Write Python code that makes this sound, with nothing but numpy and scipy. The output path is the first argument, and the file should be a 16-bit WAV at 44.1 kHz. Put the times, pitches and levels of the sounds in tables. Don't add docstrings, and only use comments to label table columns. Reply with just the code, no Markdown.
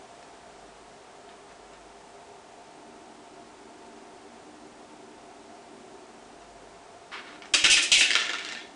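import sys
import numpy as np
from scipy import signal
from scipy.io import wavfile
from scipy.ndimage import uniform_filter1d

SR = 44100
rng = np.random.default_rng(int(sys.argv[2]) if len(sys.argv) > 2 else 0)


def master_out(mix):
    frames = np.transpose(np.atleast_2d(mix))
    ceiling = np.clip(frames, -1, 1)
    pcm = np.round(ceiling * 32767).astype(np.int16)
    wavfile.write(sys.argv[1], SR, pcm)


N = 385875
TIME = np.arange(N) / SR
HZ = np.fft.rfftfreq(8192, 1 / SR)

# (time [s], length [s], relative level [dB], fade [dB],
# brightness [dB/octave], lower edge [Hz], relative tower knock [dB], relative table thud [dB])
STROKES = [(7.537, .015, -9, -5, 1, 900, -33, -34.5), (7.640, 0.03, -10.5, 3, -1.5, 1080, -32, -29.5),
           (7.699, 0.047, -13, 0.5, 3, 2060, -50, -31), (7.767, .03, -18, 12, -0.5, 1230, -39, -37),
           (7.824, .027, -20.5, 15, 8, 2200, -46, -70), (7.917, .063, -11.5, 17, .5, 2140, -50, -36),
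           (7.977, .028, -16.5, 0, 7, 1400, -36, -34), (8.007, 0.041, -15, 21, -1.5, 1350, -43, -71)]
# (frequency [Hz], width [Hz], lift [dB])
SHELL_MODES = [(1404, 50, 4), (1510, 40, 3), (1775, 60, 6), (2170, 70, 3), (2552, 70, 4), (2857, 70, 3),
               (3080, 120, 1.5), (3300, 60, 3), (3610, 60, 3), (3950, 120, 2), (4565, 60, 3),
               (5285, 110, 5.5), (5950, 160, 3), (7400, 250, 2)]
# (frequency [Hz], width [Hz], relative lift [dB])
DISH_MODES = [(1385, 40, 5), (1600, 40, 3), (1785, 44, 9), (2075, 50, 4), (2330, 60, 3), (2770, 70, 3),
              (3440, 120, 3), (3900, 120, 2)]
# (frequency [Hz], relative level [dB])
IMPACT_SPECTRUM = [(100, -43.5), (350, -12), (800, -17.5), (1100, -12.5), (1400, -6), (2200, -1), (3500, 0),
                   (4500, -6), (7500, -10.5), (10000, -24.5)]


def raking(settle_s=0.041, settle_db=-17.5, settle_fade_db=8):
    out = np.zeros(N)
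    for s, length, db, fade_db, tilt_db, edge_hz, _, _ in STROKES:
        add(out, s, scrape(length, db, fade_db, tilt_db, edge_hz))
        end_db = db - fade_db / 2
        add(out, s + length, scrape(settle_s, end_db + settle_db, settle_fade_db, tilt_db + 1, edge_hz))
    return out


def scrape(length, db, fade_db, tilt_db, edge_hz, thin_db=13, bite_s=0.00064):
    # (frequency [Hz], relative level [dB])
    kibble_spectrum = [(100, -16.5), (400, -8.5), (900, -9), (1500, -8), (2100, -5.5), (2700, 0.5),
                       (3500, -2.5), (4400, -7.5), (6000, -9.5), (8000, -11.5), (10000, -19.5)]
    thinning_db = -thin_db / (1 + (HZ / edge_hz) ** 8)
    colour = response(read(kibble_spectrum, HZ) + lifts(SHELL_MODES) + slope(tilt_db) + thinning_db)
    crowd = contacts(length, fade_db, per_s=3000, spread_db=2)
    bite = 1 - np.exp(-np.arange(len(crowd)) / SR / bite_s)
    return gain_of(db) * signal.fftconvolve(crowd * bite, colour)


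def pellets(landing_db=9.5, touch_db=6, in_dish_s=8.15, rebound_s=.008, rebound_db=-4.5):
    # (time [s], relative level [dB], brightness [dB/octave])
    landings = [(7.5439, -5, -5.5), (7.7695, -11, -3.5), (8.106, -4.5, 0.5), (8.1336, -10, 0.5),
                (8.1538, -0.5, -1.5), (8.2943, -11, -3), (8.3341, -12.5, -3.5), (8.3512, -20, -2),
                (8.3858, -17.5, 0.5), (8.4491, -19, 1.5), (8.489, -20, 1.5), (8.523, -19, 0),
                (8.55, -21, -3)]
    # (time [s], relative level [dB], brightness [dB/octave])
    touches = [(0.228, -32.5, -2), (1.291, -31.5, -8), (1.735, -35, 0), (6.42, -36, 0),
               (7.4215, -22.5, -3.5), (7.457, -27, -1)]
    out = np.zeros(N)
    shell_db = lifts(SHELL_MODES)
    dish_db = 1.4 * lifts(DISH_MODES) + slope(tilt_db=-1)
    for s, db, tilt_db in landings:
        ring_db = dish_db if s > in_dish_s else shell_db
        add(out, s, tap(db + landing_db, tilt_db, ring_db))
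        again_s = s + rebound_s * rng.uniform(.9, 1.1)
        add(out, again_s, tap(db + landing_db + rebound_db, tilt_db, ring_db))
    for s, db, tilt_db in touches:
        add(out, s, tap(db + touch_db, tilt_db, shell_db))
    return out


def tap(db, tilt_db, ring_db, spot_db=1.6, chatter_s=0.0018):
    ripple = uniform_filter1d(rng.standard_normal(len(HZ)), size=50)
    spot = evened(uniform_filter1d(ripple, size=50))
    ring = response(read(IMPACT_SPECTRUM, HZ) + ring_db + slope(tilt_db) + spot_db * spot)
    t = np.arange(SR // 100) / SR
    chatter = rng.standard_normal(len(t)) * np.exp(-t / chatter_s)
    click = signal.fftconvolve(ring, 0.18 * chatter + (t == 0))
    return gain_of(db) * click / np.linalg.norm(click)


def rolling(start_s=8.166, stop_s=8.59, fast_db=-26.5, crawl_db=-44,
            slowing_db_per_s=80, stop_db_per_s=200):
    out = np.zeros(N)
    colour = response(read(IMPACT_SPECTRUM, HZ) + 1.4 * lifts(DISH_MODES) + slope(tilt_db=-2))
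    tumbles = contacts(N / SR - start_s, fade_db=0, per_s=1100, spread_db=4)
    t = np.arange(len(tumbles)) / SR
    slowing = np.hypot(gain_of(fast_db - slowing_db_per_s * t), gain_of(crawl_db))
    stop = gain_of(-stop_db_per_s * np.maximum(start_s + t - stop_s, 0))
    add(out, start_s, signal.fftconvolve(tumbles * slowing * stop, colour))
    return out


def squeaks(pitch_jitter=0.029):
    # (time [s], length [s], start pitch [Hz], end pitch [Hz], relative level [dB], overtone [dB])
    drags = [(7.645, 0.07, 2580, 2536, -31, -25), (7.7, 0.0654, 2730, 2375, -19, -6.5),
             (7.705, 0.033, 3000, 2960, -23, 5), (7.77, 0.065, 2500, 2480, -35, -16),
             (7.918, .065, 2700, 2068, -20, -26)]
    out = np.zeros(N)
    for s, length, start_hz, end_hz, db, overtone_db in drags:
        n = int(length * SR)
        jitter, grip = (evened(uniform_filter1d(v, size=60))[:n] for v in rng.standard_normal((2, SR)))
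        slip_hz = np.linspace(start_hz, end_hz, n) * (1 + pitch_jitter * jitter)
        phase = 2 * np.pi * np.cumsum(slip_hz) / SR
        slips = np.sin(phase) + gain_of(overtone_db) * np.sin(2 * phase)
        envelope = (1 + .5 * grip) * signal.windows.tukey(n, .5)
        add(out, s, gain_of(db) * evened(slips * envelope))
    return out


def tower_knocks(swell_s=0.002):
    # (nominal frequency [Hz], relative level [dB], t60 [s])
    tower_modes = [(312, 2, 0.36), (369.5, 1, 0.14), (450, -22, .08), (555.5, 1.5, 0.19), (776, -2, 0.1),
                   (1094, -5, .08)]
    out, t = np.zeros(N), np.arange(SR // 2) / SR
    onset = 1 - np.exp(-t / swell_s)
    for s, *_, knock_db, _ in STROKES:
        ring = sum(gain_of(db - 60 * t / t60) * np.sin(2 * np.pi * hz * t * rng.uniform(0.97, 1.01))
                   for hz, db, t60 in tower_modes)
        add(out, s, gain_of(knock_db) * ring * onset)
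    return out


def table_thuds(sway_hz=26, sway_t60=0.14, sway_db=-4, bump_hz=130, bump_t60=0.037):
    out, t = np.zeros(N), np.arange(SR // 2) / SR
    sway = gain_of(sway_db - 60 * t / sway_t60) * np.sin(2 * np.pi * sway_hz * t)
    bump = gain_of(-60 * t / bump_t60) * np.sin(2 * np.pi * bump_hz * t)
    for s, *_, thud_db in STROKES:
        add(out, s, gain_of(thud_db) * (sway + bump))
    return out


def rubbing():
    # (time [s], length [s], relative level [dB])
    rubs = [(1.29, .04, -57), (1.487, 0.057, -57), (1.721, .068, -62), (7.112, .105, -39.5),
            (7.236, .145, -48.5), (7.427, .055, -53)]
    # (frequency [Hz], relative level [dB])
    fur_spectrum = [(100, -26), (400, -16), (750, -9), (1050, 1), (1600, -0.5), (2800, -5), (4500, -12),
                    (7000, -25), (10000, -33)]
    out = np.zeros(N)
    colour = response(read(fur_spectrum, HZ) + 0.66 * lifts(SHELL_MODES))
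    for s, length, db in rubs:
        grains = contacts(length, fade_db=8.5, per_s=3500, spread_db=4)
        grains *= signal.windows.tukey(len(grains), .3)
        add(out, s, gain_of(db) * signal.fftconvolve(grains, colour))
    return out


def room(direct, paths=6, crossfade_s=.012):
    place = TIME / crossfade_s
    out = direct.copy()
    for k in range(paths):
        away = np.minimum(abs((place - k) % paths - 1), 1)
        out += signal.fftconvolve(direct * np.cos(np.pi / 2 * away), echoes())[:N]
    return out


def echoes(tail_db=-3, early_db=-4, early_t60=0.064):
    # (frequency [Hz], t60 [s])
    room_decay = [(200, 0.34), (1000, 0.41), (2500, 0.4), (5000, 0.41), (10000, 0.31)]
    t = np.arange(SR) / SR
    reflections = rng.choice([-1., 1.], SR) * (rng.random(SR) < .1)
    early = rng.permutation(reflections) * gain_of(-60 * t / early_t60) * (t > .001)
    hz, frame_s, bands = signal.stft(reflections * (t > .006), SR, nperseg=256)
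    decay = gain_of(-60 * frame_s / read(room_decay, hz)[:, None])
    tail = signal.istft(bands * decay, SR, nperseg=256)[1][:SR]
    return (gain_of(early_db) * evened(early) + gain_of(tail_db) * evened(tail)) / np.sqrt(SR)


def ventilation():
    # (time [s], level [dB])
    flow = [(0, -48.5), (1.3, -49.5), (8.75, -49.5)]
    # (frequency [Hz], relative level [dB])
    air_spectrum = [(20, -18), (70, -10), (130, -7.5), (220, -3.5), (500, -1.5), (800, -0.5), (1050, -4.5),
                    (2000, -10.5), (4000, -15.5), (8000, -18), (10000, -23)]
    # (frequency [Hz], width [Hz], lift [dB])
    duct_modes = [(401.8, 18, 10.5), (696, 21.7, 11), (752, 16, 4.5), (900, 23, 7), (1358, 14, 5),
                  (7950, 110, 1)]
    flow_db = np.interp(TIME, *np.transpose(flow))
    return gain_of(flow_db) * noise(read(air_spectrum, HZ) + lifts(duct_modes))


def drone(on_db=-54.5, idle_db=-65, switch_s=0.067, paw_bump_db=-54):
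    # (on [s], off [s])
    runs = [(2.72, 6.37), (7.12, 8.9)]
    # (frequency [Hz], relative level [dB])
    drone_spectrum = [(120, -42.5), (190, -21), (230, -11.5), (330, -11.5), (390, -13.5), (480, -29),
                      (900, -45)]
    # (frequency [Hz], width [Hz], lift [dB])
    drone_modes = [(233.6, 11, 10.4), (302.4, 10.6, 14.2), (381, 14.3, 14.4)]
    running = sum(np.clip(np.minimum(TIME - on, off - TIME) / switch_s + .5, 0, 1) for on, off in runs)
    paw_bump = gain_of(paw_bump_db) * swell(centre_s=5.78, half_width_s=.04)
    level = gain_of(idle_db + (on_db - idle_db) * running) + paw_bump
    return level * noise(read(drone_spectrum, HZ) + lifts(drone_modes))


def hum(hz=50, rest_db=-77.5):
    # (centre [s], level [dB])
    rises = [(.7, -68.5), (1.8, -67.5), (6.55, -65.5)]
    level = gain_of(rest_db) + sum(gain_of(db) * swell(s, half_width_s=0.24) for s, db in rises)
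    return level * np.sqrt(2) * np.sin(2 * np.pi * hz * TIME)


def contacts(length, fade_db, per_s, spread_db):
    n = int(length * SR)
    chance, size, sign = np.random.default_rng(rng.integers(2 ** 31)).random((n, 3)).T
    strength = gain_of(spread_db * np.minimum(-np.log(1 - size), 3))
    clicks = (chance < per_s / SR) * np.sign(sign - .5) * strength
    return evened(clicks * gain_of(-fade_db * np.arange(n) / n))


def noise(db):
    return evened(signal.oaconvolve(rng.standard_normal(N + len(HZ) - 1), response(db), "valid"))


def response(db):
    log_gain = np.maximum(db - db.max(), -100) * np.log(10) / 20
    mirrored = np.r_[log_gain, log_gain[-2:0:-1]]
    spectrum = np.exp(np.conj(signal.hilbert(mirrored)))
    impulse = np.fft.ifft(spectrum).real[:len(HZ)]
    return impulse / np.linalg.norm(impulse)


def lifts(modes):
    power = sum((gain_of(db) ** 2 - 1).clip(0) / (1 + (2 * (HZ - hz) / width) ** 2)
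                for hz, width, db in modes)
    return 10 * np.log10(1 + power)


def slope(tilt_db, pivot_hz=3000):
    return tilt_db * np.log2(np.maximum(HZ / pivot_hz, .25))


def read(points, hz):
    point_hz, value = np.transpose(points)
    return np.interp(np.log(hz + 1), np.log(point_hz + 1), value)


def swell(centre_s, half_width_s):
    return np.exp(-((TIME - centre_s) / half_width_s) ** 2)


def gain_of(db):
    return 10 ** (np.asarray(db) / 20)


def evened(x):
    return x / np.sqrt(np.mean(x ** 2) + 1e-20)


def add(mix, s, sound):
    part = mix[round(s * SR):][:len(sound)]
    part += sound[:len(part)]


def scene(feeder_db=-2):
    feeder = raking() + squeaks() + pellets() + rolling() + rubbing() + tower_knocks()
    foreground = gain_of(feeder_db) * room(feeder) + table_thuds()
    return (foreground + ventilation() + drone() + hum())[None]


def record(dry, threshold_db=-17.5, recover_db_per_s=70, strength=0.74, cutoff_hz=10100):
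    power_db = 10 * np.log10(abs(uniform_filter1d(dry[0] ** 2, size=350)) + 1e-12)
    recovery_db = TIME * recover_db_per_s
    held_db = np.maximum.accumulate(power_db + recovery_db) - recovery_db
    over_db = np.maximum(held_db - threshold_db, 0)
    limited = dry / gain_of(strength * uniform_filter1d(over_db, size=100))
    lowpass = signal.firwin(601, cutoff_hz, window=("kaiser", 8), fs=SR)
    return signal.oaconvolve(limited, lowpass[None], "same")


dry = scene()
out = record(dry)
master_out(out)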